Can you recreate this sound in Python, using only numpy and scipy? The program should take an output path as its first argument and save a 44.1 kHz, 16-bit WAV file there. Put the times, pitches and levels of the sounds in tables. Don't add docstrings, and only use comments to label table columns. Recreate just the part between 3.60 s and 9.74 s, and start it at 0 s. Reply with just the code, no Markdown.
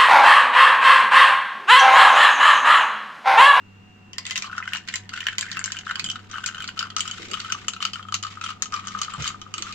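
import sys
import numpy as np
from scipy import signal
from scipy.fft import rfft, irfft
from scipy.io import wavfile

SR = 44100
rng = np.random.default_rng(int(sys.argv[2]) if len(sys.argv) > 2 else 0)


def to_wav(sig):
    pcm = np.clip(np.atleast_2d(sig), -1, 1) * 32767
    pcm = np.round(pcm).astype(np.int16)
    wavfile.write(sys.argv[1], SR, pcm.T)


N = 270774
T = np.arange(N) / SR
HIT_T = np.arange(SR // 8) / SR

# start_s, click_db, click_hz, plock_db, plock_hz, ring_db, ring_hz
ICE_KNOCKS = [(0.5322, -39.5, 5500, -56, 1990, -39, 3030), (0.5827, -23.5, 4900, -41, 2010, -44, 2780),
              (0.653, -32, 3700, -40, 1994, -37, 3570), (0.666, -27.5, 7360, -53, 1970, -36, 2640),
              (0.709, -24.5, 4300, -31, 2030, -28, 2890), (0.7575, -26.5, 3780, -31, 1990, -25.5, 2680),
              (0.7624, -26.5, 3600, -36, 1946, -34, 2410), (0.7764, -22.5, 6200, -50, 1950, -39, 2980),
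              (0.8224, -27.5, 5800, -45, 2010, -31.5, 2360), (0.842, -47, 4430, -31.5, 1154, -39, 2640),
              (0.8641, -40, 4200, -38, 1170, -50, 2970), (0.9798, -35, 5720, -22.5, 1423, -40, 2970),
              (1.076, -43, 5630, -25.5, 1543, -35, 2890), (1.1217, -51, 5240, -35, 1450, -47, 2830),
              (1.1335, -38, 5150, -30, 1900, -22, 2760), (1.149, -37.5, 5780, -35, 1400, -29, 2910),
              (1.1577, -33, 4260, -32, 1700, -36, 2950), (1.17, -33, 5900, -52, 1710, -35, 2804),
              (1.2859, -29.5, 4420, -30.5, 1910, -30, 2870), (1.3396, -29.5, 7450, -26, 1956, -30, 2860),
              (1.3568, -23.5, 7100, -54, 2000, -38, 3070), (1.492, -35.5, 4400, -40.5, 1670, -39, 2860),
              (1.537, -36, 4500, -28, 1460, -34, 2820), (1.575, -38, 4400, -32, 1490, -37, 2850),
              (1.605, -44, 6000, -37, 1900, -28, 2940), (1.6679, -32, 4300, -21.5, 1720, -20.5, 2815),
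              (1.685, -38, 4140, -21.5, 1724, -25, 2920), (1.7829, -18.5, 7190, -32.5, 1950, -32, 3120),
              (1.8099, -22.5, 7380, -55, 1690, -38, 3020), (1.827, -34, 4380, -27, 1680, -37, 2360),
              (1.9154, -28, 4450, -38, 1470, -35.5, 3570), (1.928, -34.5, 5600, -36, 1850, -41, 3100),
              (1.9698, -37, 5140, -26, 1470, -29, 2690), (1.992, -28.5, 7480, -28.5, 1580, -45, 2690),
              (2.041, -22.5, 6430, -43, 1430, -31.5, 2920), (2.0585, -26, 7640, -35, 1560, -54, 2950),
              (2.12, -25, 7170, -49, 1860, -34, 2920), (2.1675, -40, 7100, -49, 1650, -31.5, 2920),
              (2.1883, -32, 6570, -50, 1460, -32.5, 2850), (2.31, -35, 4000, -22, 1410, -32.5, 2850),
              (2.3561, -30, 4800, -30, 1476, -29, 3040), (2.3955, -22, 4480, -34, 1620, -28.5, 2390),
              (2.4422, -25.5, 7240, -49, 1610, -28.5, 3200), (2.4612, -33, 6950, -61, 1610, -29.5, 3010),
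              (2.4878, -39, 7250, -42, 1530, -31, 3150), (2.5, -29, 5850, -57, 1120, -26.5, 3020),
              (2.514, -32.5, 6150, -60, 1090, -37, 3010), (2.557, -37, 3700, -31.5, 1345, -39.5, 2990),
              (2.7134, -36, 6030, -58, 1460, -44, 3220), (2.7402, -49, 4340, -31, 1285, -37, 2920),
              (2.782, -47, 4400, -29, 1230, -35.5, 2870), (2.8396, -36.5, 3550, -27.5, 1480, -33.5, 2950),
              (2.8614, -21.5, 7030, -53, 1450, -36, 2440), (2.8756, -30, 6700, -48, 1490, -36, 3060),
              (2.8876, -41, 5870, -29, 1520, -33, 2790), (2.9461, -40, 3760, -33.5, 1450, -35.5, 2950),
              (2.9805, -43, 5900, -37, 1500, -36.5, 3050), (3.0036, -40, 4270, -30.5, 1500, -34, 3120),
              (3.022, -39.5, 7540, -47, 1450, -32.5, 2970), (3.042, -34, 4200, -38, 1480, -38, 2320),
              (3.0766, -29, 4470, -44, 1420, -51, 2900), (3.0888, -48, 4520, -30.5, 1470, -31.5, 2916),
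              (3.1757, -38, 4370, -33, 1315, -36, 2790), (3.1917, -22, 5000, -50, 1270, -26, 2980),
              (3.207, -46, 4770, -30, 1426, -31, 2760), (3.227, -32.5, 4700, -25.5, 1386, -33.5, 2860),
              (3.3023, -39, 4530, -46, 1880, -37.5, 3200), (3.3651, -21.5, 5900, -24, 1280, -28.5, 2920),
              (3.3829, -27.5, 5910, -31, 1350, -49, 3010), (3.3938, -29, 4970, -30, 1310, -42, 3050),
              (3.406, -22.5, 7100, -51, 1350, -23, 3000), (3.455, -41, 5110, -38, 1290, -43, 2900),
              (3.477, -30.5, 7250, -37, 1270, -31, 2970), (3.512, -31.5, 6760, -57, 1340, -29.5, 3030),
              (3.7137, -30.5, 7250, -48, 1440, -34.5, 2840), (3.7345, -31.5, 4730, -34, 1244, -30.5, 2910),
              (3.7401, -35, 3760, -28.5, 1265, -28, 2940), (3.7719, -49, 4340, -32.5, 1250, -38, 2880),
              (3.8013, -28, 4390, -51, 1090, -34.5, 2820), (3.8457, -56, 3600, -33, 1310, -36, 3010),
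              (3.9003, -40, 4500, -29.5, 1500, -37, 2970), (3.922, -22, 6250, -27, 1310, -23, 2920),
              (4.0826, -21.5, 6920, -27.5, 1268, -23.5, 2950), (4.135, -32, 4180, -35.5, 1395, -38, 2910),
              (4.1638, -48, 3950, -34.5, 1318, -38.5, 2860), (4.204, -49, 4310, -32.5, 1203, -35, 3030),
              (4.2254, -26, 4470, -28, 1210, -25.5, 2905), (4.2516, -21.5, 4600, -25, 1300, -22.5, 2920),
              (4.3333, -30, 4520, -42, 1230, -31, 3070), (4.3567, -46, 4630, -30.5, 1363, -36, 2920),
              (4.4275, -49, 4600, -43, 1330, -41.5, 3150), (4.4852, -51, 7200, -33.5, 1280, -41.5, 3150),
              (4.5233, -32, 4500, -25, 1230, -34.5, 3000), (4.5419, -22.5, 3920, -33.5, 1143, -26, 2800),
              (4.5431, -20.5, 6230, -38, 1310, -45, 3060), (4.55, -26, 6260, -35, 1340, -39, 3050),
              (4.627, -30.5, 7120, -44, 1320, -35, 2970), (4.6356, -31, 4400, -32.5, 1215, -32.5, 2940),
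              (4.6485, -38, 4400, -28.5, 1250, -48, 2900), (4.6672, -37, 4500, -32.5, 1250, -37.5, 2980),
              (4.8128, -35.5, 3870, -30.5, 1324, -34.5, 2580),
              (4.8399, -33.5, 5930, -30, 1313, -34.5, 3190), (4.8621, -47, 3630, -32, 1250, -32, 2940),
              (4.8899, -40, 4430, -29, 1250, -37, 2940), (4.9047, -38, 4300, -30.5, 1235, -36, 2840),
              (5.0224, -17.5, 6430, -29.5, 1290, -39, 2400), (5.0572, -34, 6420, -37.5, 1250, -41, 2960),
              (5.1226, -36, 5930, -32.5, 1250, -41, 2560), (5.1401, -29.5, 5950, -25, 1215, -36.5, 3010),
              (5.1611, -35.5, 4700, -32, 1198, -37, 2400), (5.2709, -31.5, 6740, -31.5, 1240, -41, 3060),
              (5.282, -32.5, 6000, -42, 1340, -39, 2950), (5.3887, -34, 6100, -36, 1280, -39, 2980),
              (5.4155, -21.5, 6680, -25.5, 1228, -30, 2980), (5.4328, -27.5, 4550, -52, 1150, -49, 3080),
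              (5.447, -36, 6200, -37, 1240, -37, 3010), (5.537, -36.5, 7650, -31, 1220, -39, 3040),
              (5.6225, -28.5, 6170, -40, 1500, -46, 2950), (5.6424, -34, 6100, -35, 1630, -30, 2970),
              (5.6569, -33, 3840, -28.5, 1230, -48, 2870), (5.677, -22.5, 6800, -35, 1190, -31, 2900),
              (5.8153, -38, 5980, -39.5, 1234, -39.5, 3030), (5.9399, -27, 6380, -31.5, 1254, -30, 2860),
              (5.9807, -29.5, 7760, -31, 1270, -33.5, 2990), (6.0231, -24.5, 6320, -61, 1230, -32, 2910),
              (6.1248, -34, 4230, -58.5, 1150, -37.5, 2540)]
# start_s, plock_db, plock_hz
CUBE_BOBS = [(0.901, -38.5, 1270), (0.929, -28.5, 1470), (1.002, -30, 1290), (1.0255, -30.5, 1870),
             (1.15, -32, 1010), (1.6287, -34.5, 1920), (2.013, -34.5, 1460), (2.0774, -30, 1607),
             (2.2677, -30.5, 1310), (2.299, -29, 1410), (2.369, -36, 1000), (2.757, -29.5, 1460),
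             (3.9477, -28.5, 1177), (4.3943, -31.5, 1266), (4.4513, -39, 1240), (4.7718, -33, 1257),
             (5.1322, -27.5, 1255), (5.1911, -31.5, 1240), (5.349, -24.5, 1232), (5.371, -34, 1230),
             (5.4803, -31, 1244), (5.5472, -29, 1210), (5.703, -31.5, 1233), (5.744, -34.5, 1230),
             (5.8636, -39.5, 1225)]
# time_s, typical_t60_s, side_modes_trim_db
PLOCK_SHAPE = [(.62, 0.083, -2), (.76, 0.048, -2), (.85, 0.02, 0.5), (2.3, 0.0085, -4.5), (3.4, 0.022, -8),
               (5.2, 0.033, -1.5)]
# start_s, drop_hz
CUBE_PLUNGES = [(0.799, 844), (1.482, 590)]
# pitch_ratio, level_db, base_t60_s
WALL_MODES = [(1, 0, 0.03), (1.035, -3, 0.018), (.94, -3.5, .013), (.84, -5.5, 0.016), (2.11, -20, 0.037),
              (2.5, -20, 0.047)]
# start_s, end_s
FREE_BOUNCES = [(1.13, 1.18), (2.44, 2.52)]
# frequency_hz, gain_db
ICE_EQ = [(300, 3.5), (740, -30), (1300, 3.5), (2200, 0), (3500, 1.5), (4500, 0), (7600, -1.5),
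          (8400, -15.5), (10000, -24), (13000, -29), (14700, -28), (16000, -32)]
# pitch_hz, ring_db
CUBE_RING_BY_PITCH = [(4400, -12), (6200, -7.5)]
CUBE_LOW_MODES = [4390, 4640, 6340, 7200]
CUBE_GLINT_MODES = [10840, 13130, 14740]
# start_s, length_s, plock_db, scrape_db
STRAW_PUSHES = [(0.663, 0.17, -54, -41), (0.838, 0.33, -42, -50), (1.272, 0.093, -46, -44),
                (1.528, 0.22, -41.5, -46.5), (1.826, 0.18, -41.5, -47.5), (2.07, 0.12, -43, -47),
                (2.255, 0.06, -38.5, -46), (2.368, 0.23, -48, -52.5), (2.697, 0.2, -41.5, -46.5),
                (2.958, 0.11, -42, -49), (3.166, 0.1, -41, -49), (3.406, 0.17, -44, -44),
                (3.55, 0.23, -66, -42.5), (3.695, 0.24, -44, -43.5), (3.972, 0.067, -50, -44.5),
                (4.22, 0.022, -44, -37), (4.349, 0.028, -42, -47.5), (4.643, 0.092, -49, -46.5),
                (4.83, 0.059, -43.5, -41.5), (5.14, 0.029, -37, -42), (5.242, 0.4, -45, -46.5),
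                (5.594, 0.092, -43.5, -38.5), (5.973, 0.43, -44.5, -46)]
# frequency_hz, side_gain_db
WIDTH_EQ = [(1350, -6), (2300, 0)]
# frequency_hz, difference_db
LEFT_TILT = [(700, -13), (1200, 5), (2000, -1.5), (2900, 2.5), (4300, -1), (6200, 3), (7300, 7.5),
             (8200, -7), (10000, 0.5), (14800, -2.5)]
# frequency_hz, gain_db
RUB_EQ = [(30, -2), (42, -21), (70, -5), (130, -4.5), (200, 3.5), (280, -6), (420, -9.5), (600, -18),
          (1000, -14.5), (2500, -86.5)]
# start_s, pitch_hz, level_db, length_s
COUNTER_BUMPS = [(1.9, 188, -49, 0.15), (2.408, 185, -46.5, 0.097), (3.584, 360, -47, 0.078),
                 (3.671, 360, -46, 0.076), (5.575, 440, -49.5, 0.072), (5.572, 780, -47.5, 0.04),
                 (5.576, 135, -34.5, 0.054), (5.568, 59, -44, 0.1), (5.945, 340, -52, 0.087)]
# pitch_hz, base_level_db
HUM_TONES = [(98.3, -52), (196.4, -56.5), (738, -67.5), (974, -72)]
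# pitch_hz, base_level_db
RINGING_TONES = [(2752, -64), (2809, -65.5)]
# frequency_hz, gain_db
ROOM_TONE_EQ = [(30, -33), (100, -13), (220, -23), (560, -28), (1200, -0.5), (2600, -8), (5000, -17.5),
                (7700, -19.5), (8300, -34.5)]

CLEAR_HZ, FROTHY_HZ = 1983, 1190


def knocks(ring_trim_db=0.5, click_trim_db=-1):
    out = np.zeros((2, N))
    for s, click_db, click_hz, plock_db, plock_hz, ring_db, ring_hz in ICE_KNOCKS:
        drink = plock(s, plock_hz, plock_db)
        wall = ring(s, ring_hz, ring_db + ring_trim_db)
        add(out, s, drink + wall + click(s, click_hz, click_db + click_trim_db))
    for s, plock_db, plock_hz in CUBE_BOBS:
        add(out, s, plock(s, plock_hz, plock_db))
    return out


def plock(s, hz, db):
    times, t60s, trims_db = np.transpose(PLOCK_SHAPE)
    t60, side_db = np.interp(s, times, t60s), np.interp(s, times, trims_db)
    main = mode(hz, t60 * 2 ** (.5 * rng.standard_normal()), spread=0.046)
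    upper = mode(hz * (1.215 + 0.11 * rng.standard_normal()), t60=0.022, spread=0.75)
    lower = mode(detuned(hz, 0.082), t60=0.068, spread=0.48)
    return strike(main + undb(side_db) * (undb(-8) * upper + undb(-14) * lower), db)


def ring(s, hz, db, firm_db=-28):
    free = any(start <= s <= end for start, end in FREE_BOUNCES)
    sustain = np.exp(0.31 * rng.standard_normal()) * 1.9 ** free
    sustain *= 0.97 - 0.09 * max(db - firm_db, 0)
    wall = 0
    for ratio, mode_db, t60 in WALL_MODES:
        shift, lift = rng.standard_normal(2)
        if ratio != 1:
            ratio *= 1 + .04 * shift
            mode_db += 2.5 * lift - 4 * free
        wall = wall + undb(mode_db) * mode(hz * ratio, t60 * sustain, spread=0.63)
    buzz = band(noise(len(HIT_T), side=1) * fade(HIT_T, t60=WALL_MODES[0][2]), hz, q=12.5)
    return strike(strike(wall, 0) + strike(buzz, -4), db)


def click(s, hz, db, scatter=0.0726):
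    size = len(HIT_T)
    snap = noise(size, side=2.2) * fade(HIT_T, t60=.006)
    chatter = noise(size, side=0.81) * slips(size, per_second=400, grain_db=3.5, length_s=0.0013)
    contact = strike(snap, 0) + undb(-0.5) * chatter * fade(HIT_T, t60=.045)
    contact = strike(contact + undb(9) * band(contact, hz, q=9), 5.1)
    body = mode(hz, t60=0.029, spread=0.72) + mode(detuned(hz, 0.046), t60=0.012, spread=1)
    cluster = sum(mode(detuned(f, scatter), t60=0.019, spread=0.97) for f in CUBE_LOW_MODES)
    glint = sum(mode(detuned(f, scatter / 2), t60=0.026, spread=1) for f in CUBE_GLINT_MODES)
    body_db = np.interp(hz, *np.transpose(CUBE_RING_BY_PITCH))
    rings = strike(body, body_db) + strike(cluster, -5) + strike(glint, -3)
    sparkle_db = 1.7 * (min(db, -22) + 24) + 15 * np.exp(-s / 0.8)
    eq = [(f, gain_db + (f > 9000) * sparkle_db) for f, gain_db in ICE_EQ]
    return strike(colour(contact + rings, eq), db)


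def glass_foot(trim_db=-19, muffle_db_per_s=4):
    out = np.zeros((2, N))
    for s, click_db, _, _, _, ring_db, _ in ICE_KNOCKS:
        clunk = mode(728, t60=0.1, spread=0.4) + undb(20) * mode(1050, t60=0.053, spread=0.5)
        add(out, s, strike(clunk, trim_db + max(ring_db, click_db) - muffle_db_per_s * (s - 1)))
    return out


def rattle():
    chips = touches(per_second=70, scatter_db=8, plock_db=0.5, ring_db=-9.5, click_db=-28, detune=0.13)
    cubes = touches(per_second=25, scatter_db=0, plock_db=2.5, ring_db=2, click_db=-3, detune=0.061)
    return chips + cubes


def touches(per_second, scatter_db, plock_db, ring_db, click_db, detune, wall_hz=2924):
    out = np.zeros((2, N))
    count = int(per_second * T[-1])
    jitter, drink_lift, tick_lift, bend, cube, wall_bend = rng.uniform(-1, 1, (count, 6)).T
    times = (np.arange(count) + jitter) / per_second
    drink_db, tick_db = churn(times) + scatter_db * np.array([drink_lift, tick_lift])
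    tick_db -= 7 * slush(times)
    click_hz = np.interp(cube, [-1, 1], [3400, 8040])
    for i, s in enumerate(times):
        drink = plock(s, drink_hz(s) * (1 + detune * bend[i]), drink_db[i] + plock_db)
        wall = ring(s, wall_hz * (1 + .1 * wall_bend[i]), (drink_db[i] + tick_db[i]) / 2 + ring_db)
        add(out, s, drink + wall + click(s, click_hz[i], tick_db[i] + click_db))
    return out


def scrape():
    grit = colour(noise(N, side=1) * slips(N, per_second=320, grain_db=4, length_s=0.0019), ICE_EQ)
    wall = undb(4) * band(grit, 2230, q=1.3)
    slosh = undb(1) * band(grit, 1400, q=2.1)
    grit = unit(grit + wall + slosh)
    swish = colour(noise(N, side=1) * slips(N, per_second=1500, grain_db=10, length_s=0.0036), ICE_EQ)
    swish = unit(swish + undb(7) * band(swish, 2500, q=1.5))
    _, scrape_db = churn(T)
    return (grit * undb(-2.6 * slush(T)) + swish * slush(T)) * undb(scrape_db)


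def gurgle(trim_db=-2):
    stir = noise(N, side=0.083) * slips(N, per_second=200, grain_db=1.5, length_s=0.0037)
    hollow = steep_band(stir, FROTHY_HZ * 1.022, q=9)
    plock_db, _ = churn(T)
    return unit(hollow) * undb(trim_db + plock_db) * slush(T)


def churn(t, drift_db=-59.5, attack_s=.016, release_db_per_s=230):
    levels = np.full((2, len(t)), drift_db) - 60 * (t < ICE_KNOCKS[0][0])
    for start, length, plock_db, scrape_db in STRAW_PUSHES:
        swell_db = 20 * np.log10(np.clip(1 + (t - start) / attack_s, 1e-6, 1))
        settle_db = release_db_per_s * np.maximum(t - start - length, 0)
        levels = np.maximum(levels, np.array([[plock_db], [scrape_db]]) + swell_db - settle_db)
    return levels


def drink_hz(s, froth_from_s=1.67, halfway_s=0.38, recover_hz_per_s=1350):
    hz = FROTHY_HZ + (CLEAR_HZ - FROTHY_HZ) / (1 + max(s - froth_from_s, 0) / halfway_s)
    return hz - sum(max(drop - recover_hz_per_s * (s - at), 0) for at, drop in CUBE_PLUNGES if s >= at)


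def slush(t, from_s=2.16, full_s=4.54):
    return np.clip((t - from_s) / (full_s - from_s), 0, 1)


def hand():
    effort_db = np.interp(T, [0, .5, 1.5, 4, 4.5, 5.2, 6.1], [-54, -53.5, -52.5, -49.5, -53, -49.5, -50])
    out = diffuse(RUB_EQ) * undb(effort_db)
    for s, hz, db, length in COUNTER_BUMPS:
        size = int(length * SR)
        rumble = steep_band(noise(SR, side=min(hz / 500, 1)), hz, q=2.24)[:, -size:]
        add(out, s, unit(rumble * signal.windows.tukey(size)) * undb(db))
    return out


def kitchen(x):
    t = np.arange(SR // 2) / SR
    sparse = rng.standard_normal((2, len(t))) * (rng.random((2, len(t))) < .03)
    reflections = sparse * (t > .003) * fade(t, t60=0.17)
    tail = noise(len(t), side=1) * np.clip(t / 0.00057, 0, 1) * fade(t, t60=0.11)
    response = (undb(-13) * unit(reflections) + undb(-12) * unit(tail)) / np.sqrt(len(t))
    wet = signal.fftconvolve(x, response, axes=1)[:, :N]
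    return x + colour(wet, [(500, 22), (1300, 1.5), (3000, 7), (7000, 2), (14000, -6.5)])


def refrigerator():
    return tones(HUM_TONES, waver_db=3) * undb(np.interp(T, [.3, 1], [-3, 0]))


def thin_ringing():
    ringing = tones(RINGING_TONES, waver_db=4)
    hiss = unit(steep_band(noise(N, side=1), 2660, q=13)) * undb(-65)
    return (ringing + hiss) * undb(np.interp(T, [.6, 1.6], [0, -9]))


def room_tone(level_db=-59):
    return diffuse(ROOM_TONE_EQ) * undb(level_db)


def tones(table, waver_db):
    out, knots = 0, np.linspace(0, T[-1], num=40)
    for hz, db in table:
        waver, drift = (np.interp(T, knots, v) for v in rng.standard_normal((2, len(knots))))
        right_lag = np.array([[0], [1]]) * min(hz / 8000, .25) * rng.standard_normal()
        phase = 2 * np.pi * (rng.random() + right_lag + np.cumsum(hz * (1 + 0.0015 * drift)) / SR)
        out = out + np.sqrt(2) * undb(db + waver_db * waver) * np.sin(phase)
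    return out


def diffuse(eq, mono_below_hz=420):
    mid, side = colour(rng.standard_normal((2, N)), eq)
    side = signal.sosfilt(signal.butter(1, mono_below_hz, "high", fs=SR, output="sos"), side)
    return unit(np.array([mid + side, mid - side]))


def mode(hz, t60, spread, attack_s=0.0007):
    turn, lean = rng.standard_normal(2) * spread
    side = np.array([[1], [-1]])
    envelope = fade(HIT_T, t60) * (1 - np.exp(-HIT_T / attack_s))
    return undb(side * lean * 1.1) * np.sin(2 * np.pi * hz * HIT_T + side * turn) * envelope


def slips(size, per_second, grain_db, length_s):
    starts = rng.random(size) < per_second / SR
    strength = undb(grain_db * np.minimum(rng.exponential(size=size), 3))
    return unit(signal.lfilter([1], [1, -np.exp(-1 / (SR * length_s))], starts * strength))


def noise(size, side):
    common, apart = rng.standard_normal((2, size))
    return unit(np.array([common + side * apart, common - side * apart]))


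def colour(x, points, size=4096):
    hz, db = np.transpose(points)
    f = np.maximum(np.fft.rfftfreq(size, 1 / SR), 1)
    gain = undb(np.interp(np.log(f), np.log(hz), db))
    cepstrum = irfft(np.log(gain))
    cepstrum[1:size // 2] *= 2
    cepstrum[size // 2 + 1:] = 0
    response = irfft(np.exp(rfft(cepstrum)))
    return signal.fftconvolve(x, response[None], axes=1)[:, :x.shape[1]]


def band(x, hz, q):
    return signal.lfilter(*signal.iirpeak(min(hz, SR * .45), q, fs=SR), x)


def steep_band(x, hz, q):
    return band(band(x, hz, q), hz, q)


def detuned(hz, scatter):
    return hz * (1 + scatter * rng.standard_normal())


def strike(x, db):
    return x * undb(db) / np.sqrt(np.mean(x[..., :265] ** 2))


def fade(t, t60):
    return np.exp(-np.log(1000) * t / t60)


def undb(db):
    return 10 ** (np.asarray(db) / 20)


def unit(x):
    return x / np.sqrt(np.mean(x ** 2))


def add(out, s, x):
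    i = int(np.clip(s * SR, 0, N - 1))
    out[:, i:i + x.shape[1]] += x[:, :N - i]


def scene(low_cut_hz=960):
    low_cut = signal.butter(5, low_cut_hz, "high", fs=SR, output="sos")
    ice = signal.sosfilt(low_cut, knocks() + rattle() + scrape() + gurgle())
    glass = kitchen(ice + glass_foot())
    mid = (glass[:1] + glass[1:]) / 2
    side = colour((glass[:1] - glass[1:]) / 2, WIDTH_EQ)
    left = colour(mid + side, [(hz, db / 2) for hz, db in LEFT_TILT])
    right = colour(mid - side, [(hz, -db / 2) for hz, db in LEFT_TILT])
    return np.vstack([left, right]) + hand() + refrigerator() + thin_ringing() + room_tone()


def record(dry):
    return signal.sosfilt(signal.ellip(8, .2, 70, 16000, fs=SR, output="sos"), dry)


dry = scene()
out = record(dry)
to_wav(out)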